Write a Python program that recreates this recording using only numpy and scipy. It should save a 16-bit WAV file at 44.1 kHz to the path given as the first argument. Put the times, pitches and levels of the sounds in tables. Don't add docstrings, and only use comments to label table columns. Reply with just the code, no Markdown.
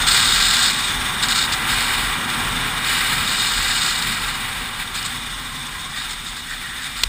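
import sys
import numpy as np
from scipy import signal
from scipy.fft import rfft, irfft, next_fast_len
from scipy.io import wavfile
from scipy.ndimage import map_coordinates

SR = 44100
rng = np.random.default_rng(int(sys.argv[2]) if len(sys.argv) > 2 else 0)


def generate_wav(signal):
    frames = np.transpose(np.atleast_2d(signal))
    scaled = np.clip(frames, -1, 1) * 32767
    pcm = np.round(scaled).astype(np.int16)
    wavfile.write(sys.argv[1], SR, pcm)


N = 312228

# t/s, share of top speed
SPEED = [(0, 1), (0.8, 0.8), (1.7, 0.98), (2.5, 0.95), (3.1, 0.89), (3.5, 0.79), (4.2, 0.77), (5.0, 0.58),
         (5.8, 0.49), (6.5, 0.42), (7.08, 0.42)]
# f/Hz, width/Hz, lift/dB at ring=1
CASE_MODES = [(759.6, 32, 9), (848, 54, 2.5), (1116, 250, 4), (1358, 164, 4.5), (1608, 128, 7.5),
              (1955, 353, 11), (2377, 357, 11.5), (2898, 132, 9.5), (3480, 810, 6.5), (3729, 166, 11),
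              (4240, 375, 8.5), (4806, 370, 6.5), (5180, 280, 4), (6870, 326, 3.5), (7230, 520, 5.5),
              (7757, 330, 10), (8270, 183, 13.5), (8624, 590, 8.5), (9080, 170, 7), (9600, 270, 8.5),
              (10060, 400, 7), (10730, 940, 9.5), (14000, 308, 4), (14392, 214, -1), (14901, 159, 2),
              (15203, 256, -5)]
# f/Hz, half width/Hz, depth/0-1
TREBLE_DIPS = [(5990, 276, 0.74), (11766, 1380, 0.99)]

# f/Hz, relative level/dB
BUFFET_SPECTRUM = [(10, -33), (24, -19), (38, -1.5), (52, -14.5), (80, -18.5), (200, -34), (600, -105)]
RIDE_SPECTRUM = [(35, -17), (65, -5.5), (90, -2), (120, 1.5), (160, 2), (205, -2), (246, 3), (290, -8),
                 (400, -17), (700, -27.5), (2000, -82)]
HISS_SPECTRUM = [(300, -32.5), (700, -16), (1000, -22), (2000, -7.5), (2750, -20), (3550, 0.5), (4400, -23),
                 (5600, -11), (6500, -12), (7600, -29), (8400, -8), (9300, -22), (11000, -14.5),
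                 (15200, -24.5)]
SCRUB_SPECTRUM = [(500, -28), (1100, -16), (1450, 3), (1900, 10), (2200, -20), (2900, -21), (5000, -25),
                  (10000, -42)]
CLACK_SPECTRUM = [(150, -33), (550, -14), (1000, -2), (1500, -11), (2500, -2), (4100, 4), (6000, -2.5),
                  (8000, -5), (10500, -17), (15000, -15)]
RATTLE_SPECTRUM = [(200, -25), (650, -24), (1400, 0.5), (2200, -14), (3200, -3.5), (4500, -2.5),
                   (5300, -2.5), (5800, -3.5), (7000, -4.5), (10000, -20), (13500, -15.3), (15200, -6)]
ROAR_SPECTRUM = [(150, -35.5), (330, -4), (650, -10), (900, 0.5), (1400, -0.9), (2200, -14.5), (3200, -11),
                 (5000, -36), (9000, -43)]
GRIT_SPECTRUM = [(200, -35), (330, -24), (650, -15), (900, -5), (1400, 0.5), (2200, -3.5), (3200, -2.5),
                 (4500, -9), (7000, -14), (10000, -11), (13500, -8.5), (15200, -5)]

# t/s, half length/s, level/dB
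GUSTS = [(0.0, 0.11, -28.5), (0.36, .14, -31), (0.96, 0.13, -32), (1.76, .06, -34), (2.02, 0.087, -32),
         (2.52, 0.065, -32), (3.19, .06, -37), (3.61, 0.066, -28.5), (4.2, 0.15, -41), (4.6, .05, -39),
         (7.07, 0.023, -30)]
HEAVES = [(1.0, 0.46, -42), (1.73, .08, -36), (2.46, 0.29, -33), (3.18, 0.12, -35), (4.08, .08, -37.5),
          (5.1, 0.8, -45.5)]
SCRUBS = [(4.81, 0.03, -42), (5.98, 0.05, -35.5), (6.523, 0.044, -32), (6.66, .05, -36),
          (6.757, 0.046, -33), (6.85, 0.045, -34), (6.99, .044, -37)]
# t/s, level/dB
HISS_LEVEL = [(0.0, -23.5), (1.0, -27), (1.7, -31), (2.5, -29.5), (4.0, -39.5), (5.2, -33), (6.3, -35),
              (7.08, -35.5)]
# t/s, f/Hz, level/dB
SING_TRACK = [(4.7, 1200, -60), (5.0, 1156, -42), (5.2, 1112, -45), (5.45, 1065, -45), (5.8, 1045, -42),
              (5.95, 1156, -45), (6.15, 1300, -61)]
# t/s, level/dB
JOLTS = [(0.764, -20), (1.285, -12), (1.322, -13.5), (1.807, -14), (2.301, -19), (2.471, -24), (2.683, -23),
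         (3.126, -25), (4.024, -15), (5.028, -22), (6.133, -23)]
# t/s, relative level/dB, t60/s
CLACK_CONTACTS = [(7.0349, -3, .010), (7.0358, -6, .007), (7.0369, -2, .007), (7.0393, -13, .016)]
# t/s, length/s, level/dB, drift/dB
BUZZ_SPELLS = [(0.01, 0.016, -17, -1), (0.06, 0.649, -15.5, -1.9), (0.72, 0.2, -22.5, -6.5),
               (1.218, 0.025, -19.5, 3.5), (1.283, .046, -19, 0.5), (1.345, 0.11, -16, -6.5),
               (1.515, 0.022, -20, 2), (1.675, 0.39, -24, -7), (2.835, 0.45, -25, -3.5),
               (3.27, 0.63, -22, 1.8), (3.87, 0.5, -23, -9.5), (4.942, 0.053, -22.5, -3),
               (5.04, 0.027, -24, -1), (5.955, 0.087, -32, -0.5), (6.085, 0.037, -30, -1),
               (6.255, .045, -29, -4), (6.36, 0.034, -27, -5), (6.49, 0.052, -30.5, -4),
               (6.81, 0.096, -29, -10), (6.96, .065, -31, 1.5)]
COARSE_STRETCHES = [(0.87, .23, -29, -5), (1.66, 0.43, -22.5, -2.5), (2.25, 0.42, -32, -3),
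                    (2.83, 0.43, -21.5, -1.5), (3.3, 1.4, -25.5, -5.5), (4.02, 0.07, -22.5, -2),
                    (4.77, 0.037, -26, -1), (4.94, 0.21, -32, 0), (5.93, 0.18, -33, -1),
                    (6.35, .68, -40, 5.5)]

TIME_S = np.arange(N) / SR


def amp(db):
    return 10 ** (np.asarray(db) / 20)


def unit(x):
    return x / np.sqrt(np.mean(x ** 2) + 1e-20)


def curves(rows):
    times_s, *columns = np.transpose(rows)
    return [np.interp(TIME_S, times_s, column) for column in columns]


def wobble(rate_hz):
    knots = rng.standard_normal(int(N * rate_hz / SR) + 4)
    return unit(map_coordinates(knots, [TIME_S * rate_hz]))


def at_speed(top_db, doubling_db):
    speed, = curves(SPEED)
    return amp(top_db + doubling_db * np.log2(speed))


def swells(rows):
    return sum(amp(db) * np.exp(-((TIME_S - peak_s) / half_s) ** 2) for peak_s, half_s, db in rows)


def spells(rows, attack_s, release_s):
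    power = np.zeros(N)
    for start_s, length_s, db, drift_db in rows:
        age_s = TIME_S - start_s
        gate = np.clip(age_s / attack_s, 0, 1) * np.exp(-np.maximum(age_s - length_s, 0) / release_s)
        power += (gate * amp(db + drift_db * np.clip(age_s / length_s, 0, 1))) ** 2
    return np.sqrt(power)


def blow(start_s, db, t60_s):
    return (TIME_S >= start_s) * amp(db - 60 * np.maximum(TIME_S - start_s, 0) / t60_s)


def impacts(rate_hz, scatter_db):
    struck = rng.random(N) < rate_hz / SR
    return unit(struck * rng.choice([-1, 1], N) * amp(scatter_db * rng.standard_normal(N)))


def coloured(x, spectrum, ring=0):
    n_fft = 2 * next_fast_len(N // 2 + 8192)
    hz = np.fft.rfftfreq(n_fft, 1 / SR)
    points_hz, points_db = np.transpose(spectrum)
    source_db = np.interp(np.log(hz + 1), np.log(points_hz), points_db)
    case_db = sum(db / (1 + (2 * (hz - mode_hz) / width_hz) ** 2) for mode_hz, width_hz, db in CASE_MODES)
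    gain = np.maximum(amp(source_db + ring * case_db), 1e-6)
    cepstrum = irfft(np.log(gain), n_fft)
    cepstrum[1:n_fft // 2] *= 2
    cepstrum[n_fft // 2 + 1:] = 0
    return unit(irfft(rfft(x, n_fft) * np.exp(rfft(cepstrum)), n_fft)[:N])


def wind(crest=3.3):
    eddies = signal.hilbert(coloured(rng.standard_normal(N), BUFFET_SPECTRUM))
    buffet = unit(eddies.real / np.hypot(1, np.abs(eddies) / crest))
    return np.hypot(at_speed(top_db=-38, doubling_db=2.9), swells(GUSTS)) * buffet


def ride():
    rumble = coloured(rng.standard_normal(N), RIDE_SPECTRUM)
    return np.hypot(at_speed(top_db=-35, doubling_db=7.7), swells(HEAVES)) * rumble


def hiss(flutter_db=2.0):
    level_db, = curves(HISS_LEVEL)
    envelope = amp(level_db + flutter_db * wobble(60))
    return envelope * coloured(rng.standard_normal(N), HISS_SPECTRUM, ring=0.28)


def sing(width_hz=90):
    hz, level_db = curves(SING_TRACK)
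    phase = 2 * np.pi * np.cumsum(hz) / SR
    return amp(level_db) * unit(wobble(width_hz) * np.cos(phase) + wobble(width_hz) * np.sin(phase))


def scrub(rasp_db=2.0):
    friction = rng.standard_normal(N) * amp(rasp_db * wobble(200))
    return swells(SCRUBS) * coloured(friction, SCRUB_SPECTRUM, ring=0.4)


def jolts(t60_s=0.022):
    envelope = sum(blow(start_s, db, t60_s) for start_s, db in JOLTS)
    return envelope * coloured(rng.standard_normal(N), RATTLE_SPECTRUM, ring=1)


def clack(gain_db=-2):
    envelope = sum(blow(*contact) for contact in CLACK_CONTACTS)
    return amp(gain_db) * envelope * coloured(rng.standard_normal(N), CLACK_SPECTRUM)


def rattle(rest_db=-40.5, clump_db=2.0, sway_db=1.03, play=2):
    envelope = np.hypot(amp(rest_db), spells(BUZZ_SPELLS, attack_s=0.012, release_s=0.013))
    contacts = impacts(rate_hz=6000, scatter_db=1.0) + rng.standard_normal(N)
    shaking = amp(clump_db * wobble(260) + sway_db * wobble(70))
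    travel = np.tanh(shaking / play)
    return envelope * coloured(contacts * travel, RATTLE_SPECTRUM, ring=1.18)


def wheels(roar_flutter_db=0.48, grit_flutter_db=1, patch_db=1.0):
    grip = wobble(70)
    grain = rng.standard_normal(N) * amp(roar_flutter_db * grip)
    roar = coloured(grain, ROAR_SPECTRUM, ring=0.91)
    stones = impacts(rate_hz=6000, scatter_db=3.0) + rng.standard_normal(N)
    stones *= amp(grit_flutter_db * grip - patch_db * wobble(16))
    grit = coloured(stones, GRIT_SPECTRUM, ring=0.88)
    coarse = spells(COARSE_STRETCHES, attack_s=0.03, release_s=0.04)
    roar_gain = at_speed(top_db=-25.5, doubling_db=11.4)
    grit_gain = np.hypot(at_speed(top_db=-25.5, doubling_db=8.5), coarse)
    return roar_gain * roar + grit_gain * grit


def scene():
    return (wheels() + hiss() + scrub() + rattle() + jolts() + sing() + clack() + wind() + ride())[None]


def record(dry):
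    n_fft = next_fast_len(N + SR // 2)
    hz = np.fft.rfftfreq(n_fft, 1 / SR)
    top_hz = 15330
    response = np.where(hz < top_hz, 1.0, 0.0)
    for dip_hz, half_hz, depth in TREBLE_DIPS:
        response *= 1 - depth * np.exp(-((hz - dip_hz) / half_hz) ** 2)
    return irfft(rfft(np.clip(dry, -1, 1), n_fft) * response, n_fft)[..., :N]


dry = scene()
out = record(dry)
generate_wav(out)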